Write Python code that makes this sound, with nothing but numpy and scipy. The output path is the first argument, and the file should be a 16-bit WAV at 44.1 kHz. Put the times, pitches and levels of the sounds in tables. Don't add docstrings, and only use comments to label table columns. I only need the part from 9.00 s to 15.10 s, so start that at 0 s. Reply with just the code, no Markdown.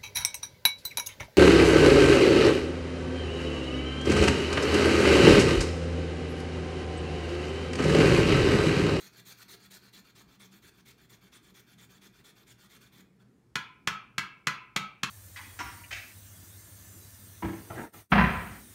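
import sys
import numpy as np
from scipy import signal
from scipy.fft import rfft, irfft
from scipy.io import wavfile
from scipy.ndimage import uniform_filter1d

SR = 44100
rng = np.random.default_rng(int(sys.argv[2]) if len(sys.argv) > 2 else 0)


def nominal_scale(level):
    x = np.asarray(level, float) / 20
    return 10 ** x


def store_pcm(level_fs):
    pcm = np.round(np.clip(level_fs, -1, 1) * 32767).astype(np.int16)
    wavfile.write(sys.argv[1], SR, np.atleast_2d(pcm).T)


N = 269010
T = np.arange(N) / SR
HALF = SR // 2


def evened(x):
    return x / np.sqrt(np.mean(x ** 2) + 1e-20)


def drift(samples):
    once = uniform_filter1d(rng.standard_normal(N), samples)
    return evened(uniform_filter1d(once, samples))


def read(points, hz):
    f, value = np.transpose(points)
    return np.interp(np.log(hz + 1), np.log(f + 1), value)


def stroke(start, length, rise_s, fall_s):
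    edges = np.clip([(start - T) / rise_s, (T - start - length) / fall_s], -50, 50)
    return (1 / (1 + np.exp(edges))).prod(0)


def resonate(x, hz, width):
    turn = np.exp(2j * np.pi * np.cumsum(hz * np.ones(N)) / SR)
    r = np.exp(-np.pi * width / SR)
    smooth = signal.lfilter([(1 - r) ** 2], [1, -2 * r, r * r], x / turn)
    return 2 * (turn * smooth).real


def bank(x, peaks):
    total = np.zeros(N)
    for k, (hz, width, db) in enumerate(peaks):
        flicker_db = 2.5 * drift(600)
        total += (-1) ** k * nominal_scale(db + flicker_db) * resonate(x, hz, width)
    return evened(total)


def rung(modes, spread_db):
    hz, db, t60 = np.transpose(modes)[:, :, None]
    db = db + spread_db * rng.standard_normal(db.shape)
    t60 = np.minimum(t60, np.minimum(.2, 270 / hz))
    t = T[:HALF]
    ring = (nominal_scale(db - 60 * t / t60) * np.sin(2 * np.pi * hz * t)).sum(0)
    return ring / np.linalg.norm(ring)


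def coloured(points):
    log_gain = np.log(nominal_scale(read(points, abs(np.fft.fftfreq(4096, 1 / SR)))))
    click = np.fft.ifft(np.exp(np.conj(signal.hilbert(log_gain)))).real[:2048]
    return click / np.linalg.norm(click)


def room_air():
    # frequency in Hz, level in dB per Hz.
    floor = [(20, -41), (40, -9), (60, -3.5), (90, -24.5), (130, -9), (200, -8), (420, -14.5), (520, -24.5),
             (800, -27), (2000, -30.5), (3000, -39.5), (5000, -39), (10000, -44.5), (16000, -49)]
    frames, hz = N // 512 + 5, np.fft.rfftfreq(2048, 1 / SR)
    a, b, patches = rng.standard_normal((frames, 1025, 3)).T
    patches = evened(uniform_filter1d(uniform_filter1d(patches, 10, 0), 8, 1))
    z = (a + 1j * b) * nominal_scale(read(floor, hz)[:, None] + 2.0 * patches)
    return nominal_scale(-60.5 - 4.5) * evened(signal.istft(z, nperseg=2048, noverlap=1536)[1][:N])


def fridge():
    # frequency in Hz, width in Hz, level in dB.
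    tone = (120, 15.3, -69)
    hz, width, db = tone
    return nominal_scale(db) * evened(resonate(rng.standard_normal(N), hz, width))


def counter_boom():
    # start in seconds, length in seconds, level in dB.
    shoves = [(0.035, 0.042, -59), (0.206, 0.13, -64.5), (0.442, 0.046, -63), (0.528, 0.03, -64),
              (0.593, 0.2, -63.5), (0.837, 0.044, -62.5), (0.95, 0.086, -62), (1.226, 0.042, -62),
              (1.368, 0.2, -60.5), (1.648, 0.032, -61.5), (1.781, 0.055, -63), (2.108, 0.051, -65),
              (2.232, 0.04, -59), (2.483, 0.06, -60), (2.741, 0.1, -61), (2.895, 0.046, -63),
              (2.962, 0.038, -61.5), (3.02, 0.094, -64), (3.484, 0.098, -67.5), (3.64, 0.042, -61),
              (3.868, 0.042, -64), (3.955, 0.085, -61.5), (4.096, 0.087, -63), (4.21, 0.066, -60)]
    ease_s, rest_db, shove_db = 0.006, -81, 1
    note_hz = 189.8 + 8.9 * drift(500)
    lean = nominal_scale(rest_db)
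    for start, length, db in shoves:
        lean = lean + nominal_scale(db + shove_db) * stroke(start, length, ease_s, ease_s)
    return lean * np.cos(2 * np.pi * np.cumsum(note_hz) / SR)


def kitchen(x, tail_db, echo_db):
    # frequency in Hz, time to die by 60 dB in seconds.
    dying = [(100, 0.4), (260, 0.27), (700, 0.52), (1400, 0.46), (1900, 0.35), (2500, 0.57), (3200, 0.37),
             (4850, 0.29), (8000, 0.19), (12800, 0.23)]
    # delay in seconds, level in dB.
    echoes = [(.0035, -9.5), (.0075, -4), (0.012, -10), (0.015, -34), (0.023, -23.5)]
    taps = np.zeros(SR)
    at = np.arange(300, SR - 20, 20)
    taps[at + rng.integers(0, 20, len(at))] = rng.choice([-1., 1.], len(at))
    hz, t, z = signal.stft(taps, SR, nperseg=256)
    fade = nominal_scale(-60 * t / read(dying, hz)[:, None])
    tail = signal.istft(z * fade, SR, nperseg=256)[1]
    tail *= nominal_scale(tail_db) / np.linalg.norm(tail)
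    for delay, db in echoes:
        tail[round(delay * SR)] += nominal_scale(db + echo_db)
    return x + signal.fftconvolve(x, tail)[:N]


def chatter():
    t = T[:1024]
    landing = (1 - np.exp(-(t / 0.0014) ** 2)) * np.exp(-(t / 0.0067) ** 6)
    touches = np.sign(rng.standard_normal(1024)) * (rng.random(1024) < .3)
    spectrum = rfft(landing * touches, 4096)
    spectrum /= np.sqrt(uniform_filter1d(abs(spectrum) ** 2, size=14))
    return landing * irfft(spectrum)[:1024]


def knocks():
    # start in seconds, then blow, thud, clack and hollow levels in dB.
    blows = [
        (4.554, -16, -8, 0.1, -0.5),
        (4.872, -13, -12.5, 1, 2),
        (5.18, -14, -9.5, 0.2, -3.5),
        (5.469, -12, -10, 0.4, -2),
        (5.761, -15, -5.5, 3.8, 6),
        (6.031, -14.5, -6, 2.2, -0.5),
    ]
    # frequency in Hz, level in dB, time to die by 60 dB in seconds.
    board = [(925, -12, .2), (1020, -4, .24), (1126, -6, .1), (1299, -5, .2), (1340, -8, .2),
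             (1376, -8, .18), (1459, 1, .11), (1665, -8, .15), (1741, -7, .08), (2010, -10, .18),
             (2190, -9, .15), (2235, -5, .1), (2350, -9, .15), (2445, -11, .15), (2510, -8, .15),
             (2660, -9, .08), (3000, -16, .1), (3365, -12, .1), (3541, -10, .1), (3700, -12, .08)]
    blade = [(3300, 0, .025), (4170, 4, .02), (4600, -9, .025), (5500, -6, .02), (6150, -6, .025),
             (6650, -6, .022), (7150, -9, .025)]
    counter = [(81, -13, 0.114), (114, -14.5, .12), (145.6, 6, 0.16), (190.4, 17.5, 0.087),
               (222, -21, 0.066), (308.3, 6.5, 0.14), (474, -10, 0.115)]
    # frequency in Hz, level in dB per Hz.
    crack = [(150, -35.5), (400, -18.5), (700, -16.5), (1000, -1), (1500, 3.5), (2500, -4), (3400, -5),
             (3900, -12.5), (4300, -15), (5000, -12.5), (7000, -17), (7700, -19.5), (13500, -27.5),
             (16500, -28)]
    out, hz = np.zeros(N + SR), np.fft.rfftfreq(HALF, 1 / SR)
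    lead = 100
    for start, blow_db, thud_db, clack_db, hollow_db in blows:
        contacts = chatter()
        contacts = contacts + nominal_scale(-24) * np.roll(contacts, round(0.012 * SR))
        contacts /= np.linalg.norm(contacts)

        struck = nominal_scale(14.5) * rung(board, 4.44) + nominal_scale(4.5) * rung(blade, 0.97)
        struck[:2048] += nominal_scale(16.0) * coloured(crack)
        clack = np.roll(signal.fftconvolve(contacts, struck)[:HALF], lead)
        hollow = [(480, hollow_db), (650, hollow_db - 8), (850, hollow_db), (1050, 0.01)]
        bright = [(1900, 0.0092), (2400, clack_db), (3500, clack_db), (4300, clack_db + 2.17)]
        sound = irfft(rfft(clack) * nominal_scale(read(hollow + bright, hz)))

        push = np.r_[np.zeros(210), np.diff(signal.windows.hann(240)) / 3]
        sound += nominal_scale(thud_db + 23.5) * signal.fftconvolve(push, rung(counter, 0.96))[:HALF]
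        out[round(start * SR) - lead:][:HALF] += nominal_scale(blow_db) * sound
    return out[:N]


def rubbing(rows, bite_s):
    firm_db, lift_s = -60, .0023
    ring_db, ring_follows = -4.5, 0.76
    body_db, body_follows = -3, 0.61
    fizz, ring, body = np.zeros((3, N))
    for start, length, start_db, end_db in rows:
        press_db = np.interp(T, [start, start + length], [start_db, end_db])
        press = stroke(start, length, bite_s, lift_s) * nominal_scale(press_db)
        eased_db = firm_db - (start_db + end_db) / 2
        fizz += press
        ring += press * nominal_scale(ring_db + (1 - ring_follows) * eased_db)
        body += press * nominal_scale(body_db + (1 - body_follows) * eased_db)
    return np.array([fizz, ring, body])


def snapping():
    judder = nominal_scale(0.5 * drift(120))
    snapped = rng.random(N) < 14000 / SR
    size = nominal_scale(3.37 * np.minimum(rng.exponential(1, N), 5))
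    return judder * rng.choice([-1., 1.], N) * size * snapped


def grating():
    # start in seconds, length in seconds, pressure at start and at end in dB.
    cuts = [(0.0, 0.085, -56.5, -58), (0.255, 0.076, -57.5, -51.5), (0.483, 0.07, -54.5, -54),
            (.708, 0.071, -55.5, -58), (.931, 0.073, -58, -60.5), (1.153, 0.071, -64, -61),
            (1.399, 0.069, -59.5, -63.5), (1.622, 0.077, -64.5, -61.5), (1.856, 0.063, -62.5, -62),
            (2.095, 0.063, -63, -62), (2.322, 0.058, -60, -60.5), (2.543, 0.065, -63.5, -60.5),
            (2.78, 0.074, -62.5, -61.5), (3.016, 0.064, -62, -62), (3.244, 0.069, -61.5, -63),
            (3.468, 0.06, -63.5, -60.5), (3.698, 0.078, -61.5, -62), (3.921, .094, -67.5, -63)]
    returns = [(0.123, 0.085, -68, -57), (0.367, 0.067, -66, -53), (0.597, 0.071, -68, -60),
               (0.821, 0.077, -66, -68), (1.046, 0.067, -67, -67.5), (1.279, 0.085, -69.5, -68),
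               (1.519, 0.075, -62.5, -71), (1.734, 0.081, -73.5, -67.5), (1.979, 0.08, -69.5, -70),
               (2.216, 0.074, -67, -71.5), (2.425, 0.086, -70, -66), (2.668, 0.076, -68.5, -68),
               (2.896, .089, -65.5, -68), (3.131, 0.084, -70.5, -68), (3.359, 0.081, -66, -70),
               (3.582, .089, -67.5, -65), (3.812, .073, -61, -72), (4.203, .031, -74, -81)]
    # frequency in Hz, width in Hz, level in dB.
    teeth = [(5000, 3300, -4), (6560, 1180, -0.5), (6950, 810, 2), (9300, 3100, -3.5), (10730, 3500, -5.5),
             (12960, 5400, -4.5), (15900, 2100, -9)]
    ring = [(3114, 240, 2.5), (3434, 265, 7.5), (3650, 270, 2)]
    free_ring = [(4200, 300, -2), (4560, 260, 0)]
    body = [(373, 140, 1), (930, 1150, -9.5), (1247, 500, -1.5), (1475, 590, -3), (2346, 400, -2.5),
            (2755, 250, -6.5)]
    # time in seconds, gain in dB.
    clogging = [(0, -1), (.9, 0), (1.3, -3.5), (2.5, -6.5), (4.3, -5.5)]
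    fizz_push, ring_push, body_push = rubbing(cuts, .0026) + rubbing(returns, .0045)
    snaps = snapping()

    starts = np.sort(np.transpose(cuts + returns)[0])
    place = -np.cos(np.pi * np.interp(T, starts, np.arange(len(starts))))
    high = nominal_scale(2.5) * evened(resonate(snaps, 4220 * (1 + .07 * place), 620))
    low = nominal_scale(-4) * evened(resonate(snaps, 1750 * (1 - .17 * place), 480))

    clog = nominal_scale(np.interp(T, *np.transpose(clogging)))
    free = nominal_scale(-4) * bank(np.roll(snaps, 900), free_ring) + high
    steady = nominal_scale(-3.0) * bank(np.roll(snaps, 300), ring) / clog ** .7
    blade = steady + clog * free
    under = bank(np.roll(snaps, 600), body) + low
    fizz = bank(np.roll(snaps, 150), teeth)
    return fizz_push * fizz + ring_push * blade + body_push * under


def scene():
    background = room_air() + fridge() + counter_boom()
    rasp = nominal_scale(-0.5) * grating()
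    board = nominal_scale(-3) * knocks()
    spot = (T - 4.5) // .295 % 3
    grated, knocked = np.zeros((2, N))
    for k in range(3):
        turn = np.cos(np.pi * (3.1 * T + k / 3)) ** 2 / 1.5
        grated += kitchen(rasp * turn, -4.5, -15)
        knocked += kitchen(board * (spot == k), -7.5, -5.5)
    return (grated + knocked + background)[None]


def top_cut(x):
    return signal.sosfilt(signal.butter(12, 16810, fs=SR, output="sos"), x)


def record(dry):
    thin = signal.sosfilt(signal.butter(2, 60, "high", fs=SR, output="sos"), dry)
    thin = .42 * np.tanh(thin / .42)
    low_pass = signal.firwin(511, 15800, window=("kaiser", 9), fs=SR)
    mix = signal.oaconvolve(thin, low_pass[None], "same")
    return top_cut(mix)


dry = scene()
out = record(dry)
store_pcm(out)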